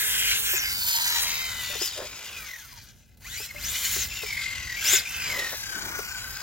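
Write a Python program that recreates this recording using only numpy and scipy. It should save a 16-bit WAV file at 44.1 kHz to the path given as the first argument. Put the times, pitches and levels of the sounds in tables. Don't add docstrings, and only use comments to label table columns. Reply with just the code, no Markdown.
import sys
import numpy as np
from scipy import signal
from scipy.fft import rfft, irfft, next_fast_len
from scipy.io import wavfile
from scipy.ndimage import uniform_filter1d, map_coordinates

SR = 44100
rng = np.random.default_rng(int(sys.argv[2]) if len(sys.argv) > 2 else 0)


def digitize_waveform(pressure):
    field = np.atleast_2d(pressure).T
    bounded = np.clip(field, -1, 1)
    quanta = np.round(bounded * 32767).astype(np.int16)
    wavfile.write(sys.argv[1], SR, quanta)


N = 283122

# pull_s, spin_up_s, held_s, run_down_s, extra rattle_db, whine_db and grit_db, motor_tone_db
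BURSTS = [(-.02, 0.024, 0.49, .145, -3, 6, 9, 0), (1.768, 0.13, 0.07, 0.09, 3.5, 3.5, 5.5, -15),
          (3.202, 0.28, .24, .06, 0, -4.5, 4, 0.5), (3.559, .21, 0.433, .11, 4, -2, 4, -4),
          (4.813, 0.11, 0.13, 0.093, 4.5, 0, 3.5, -1)]
# start_s, spur_tooth_rate_hz
SPEED = [ (.52, 8616), (.562, 7510), (.6, 5960), (.635, 4980), (.7, 4690), (.9, 4360), (1.05, 4150),
         (1.22, 3994), (1.47, 3780), (1.7, 3616), (1.77, 3680), (1.79, 4200), (1.825, 5300), (1.865, 5200),
         (1.89, 4400), (1.94, 3620), (2.0, 3550), (2.33, 2610), (2.45, 2300), (2.5, 2056), (2.56, 1900),
         (2.735, 997), (2.8, 886), (3.0, 424.7), (3.2, 417.6), (3.238, 1500), (3.275, 2580), (3.305, 3540),
         (3.345, 4020), (3.39, 4820), (3.42, 5300), (3.445, 5150), (3.465, 4100), (3.495, 2250),
         (3.54, 1700), (3.565, 2150), (3.595, 2950), (3.635, 4550), (3.655, 5950), (3.705, 7400),
         (3.76, 8400), (3.96, 8400), (4.012, 6700), (4.042, 5850), (4.057, 4600), (4.098, 2750),
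         (4.125, 2500), (4.145, 2850), (4.2, 2680), (4.26, 2400), (4.32, 2190), (4.755, 1917), (4.77, 2369),
         (4.788, 2122), (4.838, 3200), (4.853, 4800), (4.9, 6400), (4.925, 7050), (4.957, 7000),
         (4.975, 5600), (5.012, 3900), (5.035, 2700), (5.055, 2624), (5.068, 2307), (5.085, 2688),
         (5.2, 2568), (5.28, 2324), (5.35, 2024), (5.62, 1638), (5.8, 1477), (6.05, 1432), (6.12, 1540),
         (6.2, 1503), (6.42, 1582)]
# start_s, rattle_level_db at the cruising tooth rate
NEARNESS = [(0, -34), (.55, -35.5), (.8, -38), (1.2, -29), (1.45, -35), (2, -41), (2.8, -40.5), (3.15, -51),
            (3.27, -42.5), (3.6, -42), (4, -40.5), (4.3, -35.5), (4.75, -35), (5.05, -35.5), (5.25, -32),
            (5.65, -32), (6.0, -30.5), (6.42, -32)]
CRUISE_HZ = 4000
SPEED_LAW_DB = 19
FLOAT_S, FLOAT_DB = 0.062, -2
# start_s, speed_m_per_s
APPROACH = [(0, 11.5), (.9, 7.5), (1.3, -8), (2.1, -7), (2.9, 1), (3.3, 1.5), (3.8, 7), (5, 7), (5.5, -1.5),
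            (6.42, -2.5)]
SOUND_M_PER_S = 343

# cycles_per_shaft_turn, level_db
SPUR = [(48, 0), (96, -12), (144, -23)]
BEVEL = [(13, -12), (26, 3), (39, 0.5), (52, -13), (65, -8), (78, -11)]
MOTOR = [(24, 2), (48, -6), (72, -4), (96, -7), (120, -11)]
SPUR_TEETH = 48
# pitch_hz, level_db
HOUSING = [(600, -41), (850, -10), (980, -2), (1170, -6), (1500, 2), (1750, -1.5), (2050, 3), (2550, 2.5),
           (2850, -1), (3150, -5), (3550, -1), (4400, 0), (6000, 4), (7100, 5), (8400, -17)]
# pitch_hz, level_db
AXLE = [(500, -30), (950, 0), (1600, -3), (1950, 3), (2060, 3), (2200, -5), (2650, -4), (2950, 1.5),
        (3600, 3), (5200, -3), (8000, -14)]
# middle_s, length_s, level_db
WHINE_SWELLS = [(0.582, 0.11, 2), (0.79, .22, 3), (1.45, 0.7, -2), (2.13, .42, -8), (2.36, .08, 4),
                (2.526, 0.12, 9), (2.69, .06, -7), (2.737, 0.034, 3), (2.78, 0.042, 3), (2.84, .08, -8),
                (3.264, .05, 6), (3.32, .08, 3), (3.475, .04, -5), (3.505, .035, 12), (3.535, .04, -10),
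                (3.568, 0.031, 6), (4.075, .06, -10), (4.118, 0.056, 10), (4.195, 0.15, 3), (4.39, 0.33, 7),
                (4.58, .26, 4), (4.744, 0.29, 7), (5.038, .036, -12), (5.061, 0.02, 13), (5.077, 0.02, 6),
                (5.222, 0.21, 6), (5.38, 0.26, 7.5), (5.58, .2, 3), (5.755, 0.22, 10), (6.0, .4, 2),
                (6.38, 0.3, -2)]
# middle_s, length_s, level_db
REAR_SWELLS = [(1.45, 2.0, 14), (2.42, .36, 12)]
WHINE_DB, BEVEL_DB, SCRUB_DB = -2.5, -17, -12
BEVEL_THROTTLE_DB = -19
MOTOR_DB, MOTOR_STRAIN_DB = -26, 23
SLACK_COASTING, SLACK_DRIVEN = 0.58, 0.33
CHIRP_TURNS, CHIRP_HZ = .008, 2700
HOARSE_HZ, HOARSE_SLOW = 6500, .3

# pitch_hz, width_hz, level_db, throttle_db
CHASSIS = [(1510, 163, 2.5, 0), (2050, 95, 4.5, -1), (2432, 264, 1, -1), (2985, 300, 1, 1.5),
           (3537, 400, -3.5, 3)]
# pitch_hz, width_hz, level_db, throttle_db
GEARBOX = [(3970, 340, 1.5, 1), (4670, 420, 3, -1.5), (5150, 390, 4.5, -2.5), (5570, 360, 1.5, 0),
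           (6090, 370, 1.5, 1.5), (6475, 300, 0, 1.5), (6900, 450, 0.5, 4.5)]
PANEL_SWING_DB, PANEL_RATE = 1.3, 7
# start_s, level_db
CHASSIS_LEVEL = [(0, 2), (.6, 4), (1.2, -2.5), (1.9, 0), (2.6, -1.5), (3.3, -0.5), (3.9, -1), (4.5, 1.5),
                 (4.9, 0.5), (5.3, 0.5), (5.8, -2.5), (6.42, -2)]
# start_s, level_db
HISS = [(0, -1), (.5, 0), (.9, 11), (1.25, 3), (1.9, 1), (2.2, -1), (2.45, 1.5), (3.1, 3), (3.55, -0.5),
        (4.3, 1.5), (4.6, -1.5), (4.9, 0.5), (5.15, 2), (5.45, 4.5), (5.8, 2.5), (6.42, 0.5)]
CLASH_DB, CLASH_THROTTLE_DB, CLASH_FOLLOWS_HISS = -0.35, -0.2, 0.37

# pitch_hz, level_db
GRIT = [(5000, -25), (7500, -5), (8500, -4), (9400, -6), (10600, -1), (11500, -3), (12700, 2), (14300, 0.5),
        (15800, 1.5)]
SCRUB = [(120, -1), (300, -6.5), (600, -4), (800, 0.5), (980, 2), (1250, 1.5), (1800, 2.5), (4000, -54)]
SKID = [(80, -15), (200, -23), (400, 5), (620, 9), (850, -6), (1400, -26), (3000, -43)]
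SCRUB_THROTTLE_DB = -5
# middle_s, length_s, scrub_db, low_rasp_db, judder_db
SKIDS = [(1.743, 0.059, -43, -51, -70), (2.013, 0.14, -45, -37, -70), (2.209, 0.93, -62, -57.5, -62),
         (4.92, 0.35, -57, -52.5, -76), (5.382, 0.34, -43, -43.5, -55), (5.535, 0.05, -38.5, -41, -74),
         (5.87, 0.49, -43.5, -65, -48.5), (6.299, 1, -56, -82, -88)]
# pitch_hz, width_hz, level_db
CARCASS = [(220, 180, 5.5), (394, 260, 2.5)]

# start_s, left_lead_ms, left_minus_right_db
LEAD = [(0, -0.099, 4.5), (.35, -0.1, 5), (.95, -0.23, 3.5), (1.35, -0.053, 6), (2.1, 0.051, 5.5),
        (2.6, -0.013, 5.5), (4.1, 0.0028, 5), (4.6, 0.033, 6), (5.25, -0.044, 4.5), (5.6, 0.096, 7.5),
        (6.1, 0.15, 7), (6.42, 0.044, 6.5)]
# pitch_hz, left_minus_right_db
PORTS = [(100, -6), (500, -2.5), (1200, -4.5), (2500, -4), (5000, -3), (7200, 1.5), (9000, -7.5),
         (15000, -6.5)]
# pitch_hz, left_right_likeness (0-1)
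ALIKE = [(50, 0.77), (150, 1), (500, 1), (1200, 0.91), (2500, 0.96), (5000, 0.94), (8000, 0.47),
         (12000, 0.64), (16000, 0.73)]
# pitch_hz, t60_s
YARD = [(200, 0.12), (2000, 0.057), (12000, 0.084)]
# pitch_hz, level_db
RUMBLE = [(13, -60), (22, -44), (41, -4.5), (64, -2), (79, -4.5), (92, -4), (156, -13.5), (240, -18),
          (264, -20.5), (299, -25.5), (900, -32.5), (1170, -78), (1980, -120)]
# start_s, level_db
TOWN = [(0, -48), (1.3, -51.5), (2.6, -53.5), (4.3, -48), (6.4, -50.5)]
# start_s, relative level_db, pitch_hz, t60_s, left_minus_right_db
TRIGGER = [(0.534, -35, 378, 0.092, 21), (1.697, -41.5, 589, 0.17, 28), (1.752, -34, 438.6, 0.056, 35),
           (1.814, -32, 371, 0.082, 22), (3.399, -38, 430, 0.064, 20), (3.547, -45, 589.6, 0.2, 21),
           (3.962, -34.5, 390, 0.087, 25), (4.233, -33, 423, 0.084, 29), (4.932, -29, 385.4, 0.084, 31),
           (5.989, -31.5, 423, 0.06, 20)]
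PASS_S, PASS_WIDTH_S, LID_DB = 1.1, 0.2, -36
# pitch_hz, width_hz, level_db
LID = [(925, 45, 0), (1904, 180, -4.5)]
# start_s, relative level_db
TICKS = [(1.9767, -19.5), (2.3287, -32), (2.6556, -40), (3.1726, -43), (3.5443, -31), (4.219, -25),
         (5.053, -40), (5.7834, -28)]
TOP_HZ = 16050


def amp(db):
    return 10 ** (np.asarray(db) / 20)


def unit(x):
    return x / np.sqrt(np.mean(x ** 2) + 1e-20)


def along(points, hz):
    f, v = np.transpose(points)
    return np.interp(np.log(hz + 1), np.log(f + 1), v)


def curves(rows):
    s, *cols = np.transpose(rows)
    return [np.interp(np.arange(N) / SR, s, c) for c in cols]


def wobble(rate):
    knots = rng.standard_normal(int(N * rate / SR) + 4)
    return unit(map_coordinates(knots, [np.arange(N) * rate / SR]))


def swell(middle, length):
    progress = (np.arange(N) / SR - middle) / length
    return np.cos(np.pi * np.clip(progress, -.5, .5)) ** 2


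def filtered(x, response):
    m = next_fast_len(N + SR // 2)
    return irfft(rfft(x, m) * response(np.fft.rfftfreq(m, 1 / SR)), m)[..., :N]


def colour(points):
    return lambda hz: amp(along(points, hz))


def body(modes, low_hz):
    def response(f):
        ring = 0
        for k, (centre, width, db) in enumerate(modes):
            damping = 1j * f * width
            ring = ring + (-1) ** k * amp(db) * damping / (centre * centre - f * f + damping)
        return ring * (f / low_hz) ** 4 / (1 + (f / low_hz) ** 4)
    return response


def sides(db):
    gains = amp(np.array([db, -db]).reshape(2, -1) / 2)
    return gains / np.sqrt(np.mean(gains ** 2, axis=0))


def spread(pair, response):
    def mid_side(hz):
        turn = np.arccos(np.clip(along(ALIKE, hz), -1, 1)) / 2
        return response(hz) * np.array([np.cos(turn), np.sin(turn)])
    mid, side = filtered(pair, mid_side)
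    return unit(np.array([mid + side, mid - side]))


def impacts(rate, size_db):
    hit = rng.random(N) < rate / SR
    size = amp(size_db * rng.uniform(-1.1, 1, N))
    return unit(hit * size * rng.choice([-1, 1], (2, N)) / np.sqrt(rate))


def echoing(x, tail):
    hop = SR // 7
    padded, out = np.pad(x, ((0, 0), (hop, 2 * hop))), np.zeros((2, N + 2 * SR))
    fade = signal.windows.cosine(2 * hop)
    for i in range(0, N + hop, hop):
        part = signal.fftconvolve(padded[:, i:i + 2 * hop] * fade, tail(), axes=1)
        out[:, i:i + part.shape[1]] += part
    return out[:, hop:hop + N]


def motion():
    t = np.arange(N) / SR
    mesh_hz, near_db = curves(SPEED)[0], curves(NEARNESS)[0]
    throttle, floating = np.zeros(N), np.zeros(N)
    motor_db, extra_db = np.full(N, MOTOR_DB, float), np.zeros((3, N))
    for pull, spin_up, held, run_down, *extras, tone_db in BURSTS:
        progress = np.clip((t - pull) / spin_up, 0, 1)
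        release = np.cos(np.pi / 2 * np.clip((t - pull - held) / run_down, 0, 1)) ** 2
        drive = np.sin(np.pi / 2 * progress) * release
        extra_db += np.outer(extras, drive)
        throttle += drive
        strain = np.minimum(10 * progress, 1) * (1 - progress ** 20) * release
        motor_db += (MOTOR_STRAIN_DB + tone_db) * strain
        floating += swell(pull + held + run_down - FLOAT_S / 4, FLOAT_S)
    speed_db = SPEED_LAW_DB * np.log10(mesh_hz / CRUISE_HZ)
    rattle_db = near_db + speed_db + extra_db[0] + FLOAT_DB * floating
    return mesh_hz, rattle_db, throttle, motor_db, extra_db[1], extra_db[2]


def whine(turns, partials, radiation, blur, blur_rate, fade_db):
    out, shaft_hz = np.zeros((2, N)), np.abs(np.gradient(turns)) * SR
    apart = 0.42 * wobble(14) * np.array([[1], [-1]])
    for cycles, db in partials:
        phase = 2 * np.pi * cycles * turns + blur * wobble(blur_rate)
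        contact = np.minimum(wobble(55), .8)
        level_db = db + along(radiation, cycles * shaft_hz) + fade_db * contact
        out += amp(level_db) * np.sin(phase + apart)
    return out / np.sqrt(sum(amp(db) ** 2 for _, db in partials) / 2)


def shell(x, t60, ring_db):
    decay = amp(-60 * np.arange(SR // 20) / SR / t60)

    def tail():
        return rng.standard_normal((1, len(decay))) * decay / np.linalg.norm(decay)
    return x + amp(ring_db) * echoing(x, tail)


def panels(blows, modes, throttle, low_hz):
    ring = 0
    for k, (*mode, load_db) in enumerate(modes):
        swing_db = load_db * throttle + PANEL_SWING_DB * wobble(PANEL_RATE)
        ring = ring + (-1) ** k * amp(swing_db) * filtered(blows, body([mode], low_hz))
    clock = np.cumsum(1 + curves(APPROACH)[0] / SOUND_M_PER_S)
    shifted = np.array([map_coordinates(channel, [clock], mode="mirror") for channel in ring])
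    return spread(shifted, np.ones_like)


def drivetrain(mesh_hz, rattle_db, throttle, motor_db, extra_whine_db, extra_grit_db):
    hiss_db = curves(HISS)[0]
    grit_db = hiss_db + extra_grit_db
    clash_db = CLASH_DB + CLASH_THROTTLE_DB * throttle + CLASH_FOLLOWS_HISS * hiss_db
    whine_swell_db = sum(db * swell(s, length) for s, length, db in WHINE_SWELLS)
    whine_db = rattle_db + WHINE_DB + extra_whine_db + whine_swell_db
    rear_db = sum(db * swell(s, length) for s, length, db in REAR_SWELLS)
    bevel_db = BEVEL_DB + BEVEL_THROTTLE_DB * throttle + rear_db
    slack = SLACK_COASTING + (SLACK_DRIVEN - SLACK_COASTING) * throttle
    turns = np.cumsum(mesh_hz * (1 + 0.0053 * wobble(60))) / SPUR_TEETH / SR
    press = np.clip(slack, 0, 1) * (np.cos(2 * np.pi * turns) + .3 * wobble(90))

    def throb(depth_db):
        pulse = amp(depth_db * press)
        return pulse / np.sqrt(uniform_filter1d(pulse ** 2, size=4096))

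    def ringing(x):
        return shell(x, t60=.035, ring_db=-5.5)

    def blows():
        return ringing(impacts(900 + .7 * mesh_hz, size_db=4.0))

    bumps = amp(1.42 * wobble(28))
    chirp = CHIRP_TURNS * slack * np.minimum(1, (CHIRP_HZ / mesh_hz) ** 2)
    spur_turns = turns + chirp * np.cos(2 * np.pi * turns)
    hoarse = HOARSE_SLOW + (mesh_hz / HOARSE_HZ) ** 3
    spur = whine(spur_turns, SPUR, HOUSING, blur=hoarse, blur_rate=700, fade_db=2.6)
    spur = shell(amp(whine_db) * throb(depth_db=8) * spur, t60=.03, ring_db=-10)
    bevel = whine(turns, BEVEL, AXLE, blur=.5, blur_rate=170, fade_db=3.5)
    bevel = amp(rattle_db + bevel_db) * bevel
    motor = whine(turns, MOTOR, HOUSING, blur=.7, blur_rate=500, fade_db=4.2)
    motor = amp(rattle_db + motor_db) * motor
    jolts = throb(depth_db=2) * bumps
    rattle = jolts * panels(blows(), CHASSIS, throttle, low_hz=1200)
    rattle = amp(rattle_db + curves(CHASSIS_LEVEL)[0]) * rattle
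    clash = jolts * panels(blows(), GEARBOX, throttle, low_hz=2760)
    clash = amp(rattle_db + clash_db) * clash
    specks = impacts(5000 + mesh_hz, size_db=8.5) * throb(depth_db=3.0)
    spray = ringing(specks) * amp(1.5 * wobble(35))
    grit = amp(rattle_db + grit_db) * spread(spray, colour(GRIT))
    return spur + motor + bevel + rattle + clash + grit


def tyres(rattle_db):
    skid_levels = sum(np.outer(amp(levels_db), swell(s, length)) for s, length, *levels_db in SKIDS)
    skid_scrub, slide, judder = skid_levels
    scrub_level = amp(rattle_db + SCRUB_DB) + skid_scrub
    scrub = scrub_level * spread(impacts(2500, size_db=6.5), colour(SCRUB))
    slide = slide * spread(impacts(700, size_db=6.0), colour(SKID))
    judder = judder * spread(impacts(300, size_db=14), body(CARCASS, low_hz=150.5))
    return scrub + (slide + judder) * sides(db=-0.5)


def microphones(car):
    lead_ms, pan_db = curves(LEAD)
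    shift = lead_ms / 1000 * SR / 2
    heard = [map_coordinates(channel, [np.arange(N) + way * shift], order=5)
             for channel, way in zip(car, (1, -1))]
    return filtered(np.array(heard) * sides(pan_db), lambda hz: sides(along(PORTS, hz)))


def yard(x):
    def tail():
        hz, t, z = signal.stft(rng.standard_normal((2, SR // 6)), SR, nperseg=256)
        decay = amp(-60 * t / along(YARD, hz)[:, None])
        echo = signal.istft(z * decay, SR, nperseg=256)[1]
        return echo / np.linalg.norm(echo[0])
    return echoing(x, tail)


def hum(hz=463):
    level_db = curves([(0, -58.5), (.52, -57), (.56, -120)])[0]
    tone = np.sqrt(2) * np.sin(2 * np.pi * hz * np.arange(N) / SR + 0.47 * wobble(24))
    return amp(level_db) * sides(db=0.5) * tone


def outdoors():
    air = rng.standard_normal(N) + .65 * rng.standard_normal((2, N))
    level_db = curves(TOWN)[0] + 2.93 * wobble(7.12)
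    return amp(level_db) * unit(filtered(air, colour(RUMBLE)))


def trigger(attack=0.0026, click_t60=0.081):
    rings, clicks, t = np.zeros((2, N + SR)), np.zeros(N + SR), np.arange(SR // 4) / SR
    for s, db, hz, t60, pan_db in TRIGGER:
        start = round(s * SR)
        case = np.sin(2 * np.pi * hz * t) * amp(-60 * t / t60)
        case += .35 * np.sin(2 * np.pi * 3.05 * hz * t) * amp(-60 * t / .04)
        onset = 1 - np.exp(-t / attack)
        rings[:, start:][:, :len(t)] += amp(db + 5.5) * sides(pan_db) * case * onset
        clicks[start:][:len(t)] += amp(db + 5.0 - 60 * t / click_t60) * rng.standard_normal(len(t))
    click_colour = colour([(100, -73), (350, 10.0), (1200, 1.5), (3000, -7.0)])
    return rings[:, :N] + sides(db=17) * filtered(clicks[:N], click_colour)


def lid():
    close = 1 / (1 + ((np.arange(N) / SR - PASS_S) / PASS_WIDTH_S) ** 4)
    return amp(LID_DB) * close * spread(impacts(900, size_db=12.0), body(LID, low_hz=750))


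def ticks(t60=0.05):
    out, t = np.zeros((2, N + SR)), np.arange(SR // 8) / SR
    for s, db in TICKS:
        crack = amp(db - 9 - 60 * t / t60) * rng.standard_normal(len(t))
        out[:, round(s * SR):][:, :len(t)] += crack
    return filtered(out[:, :N], colour([(500, -5), (1800, 1.0), (7000, -2), (15000, 2)]))


def scene():
    mesh_hz, rattle_db, throttle, motor_db, extra_whine_db, extra_grit_db = motion()
    gears = drivetrain(mesh_hz, rattle_db, throttle, motor_db, extra_whine_db, extra_grit_db)
    tread = tyres(rattle_db + SCRUB_THROTTLE_DB * throttle)
    car = microphones(gears + tread + lid() + ticks())
    return car + amp(-9.0) * yard(car) + trigger() + hum() + outdoors()


def record(dry):
    return filtered(dry, lambda hz: hz < TOP_HZ)


dry = scene()
out = record(dry)
digitize_waveform(out)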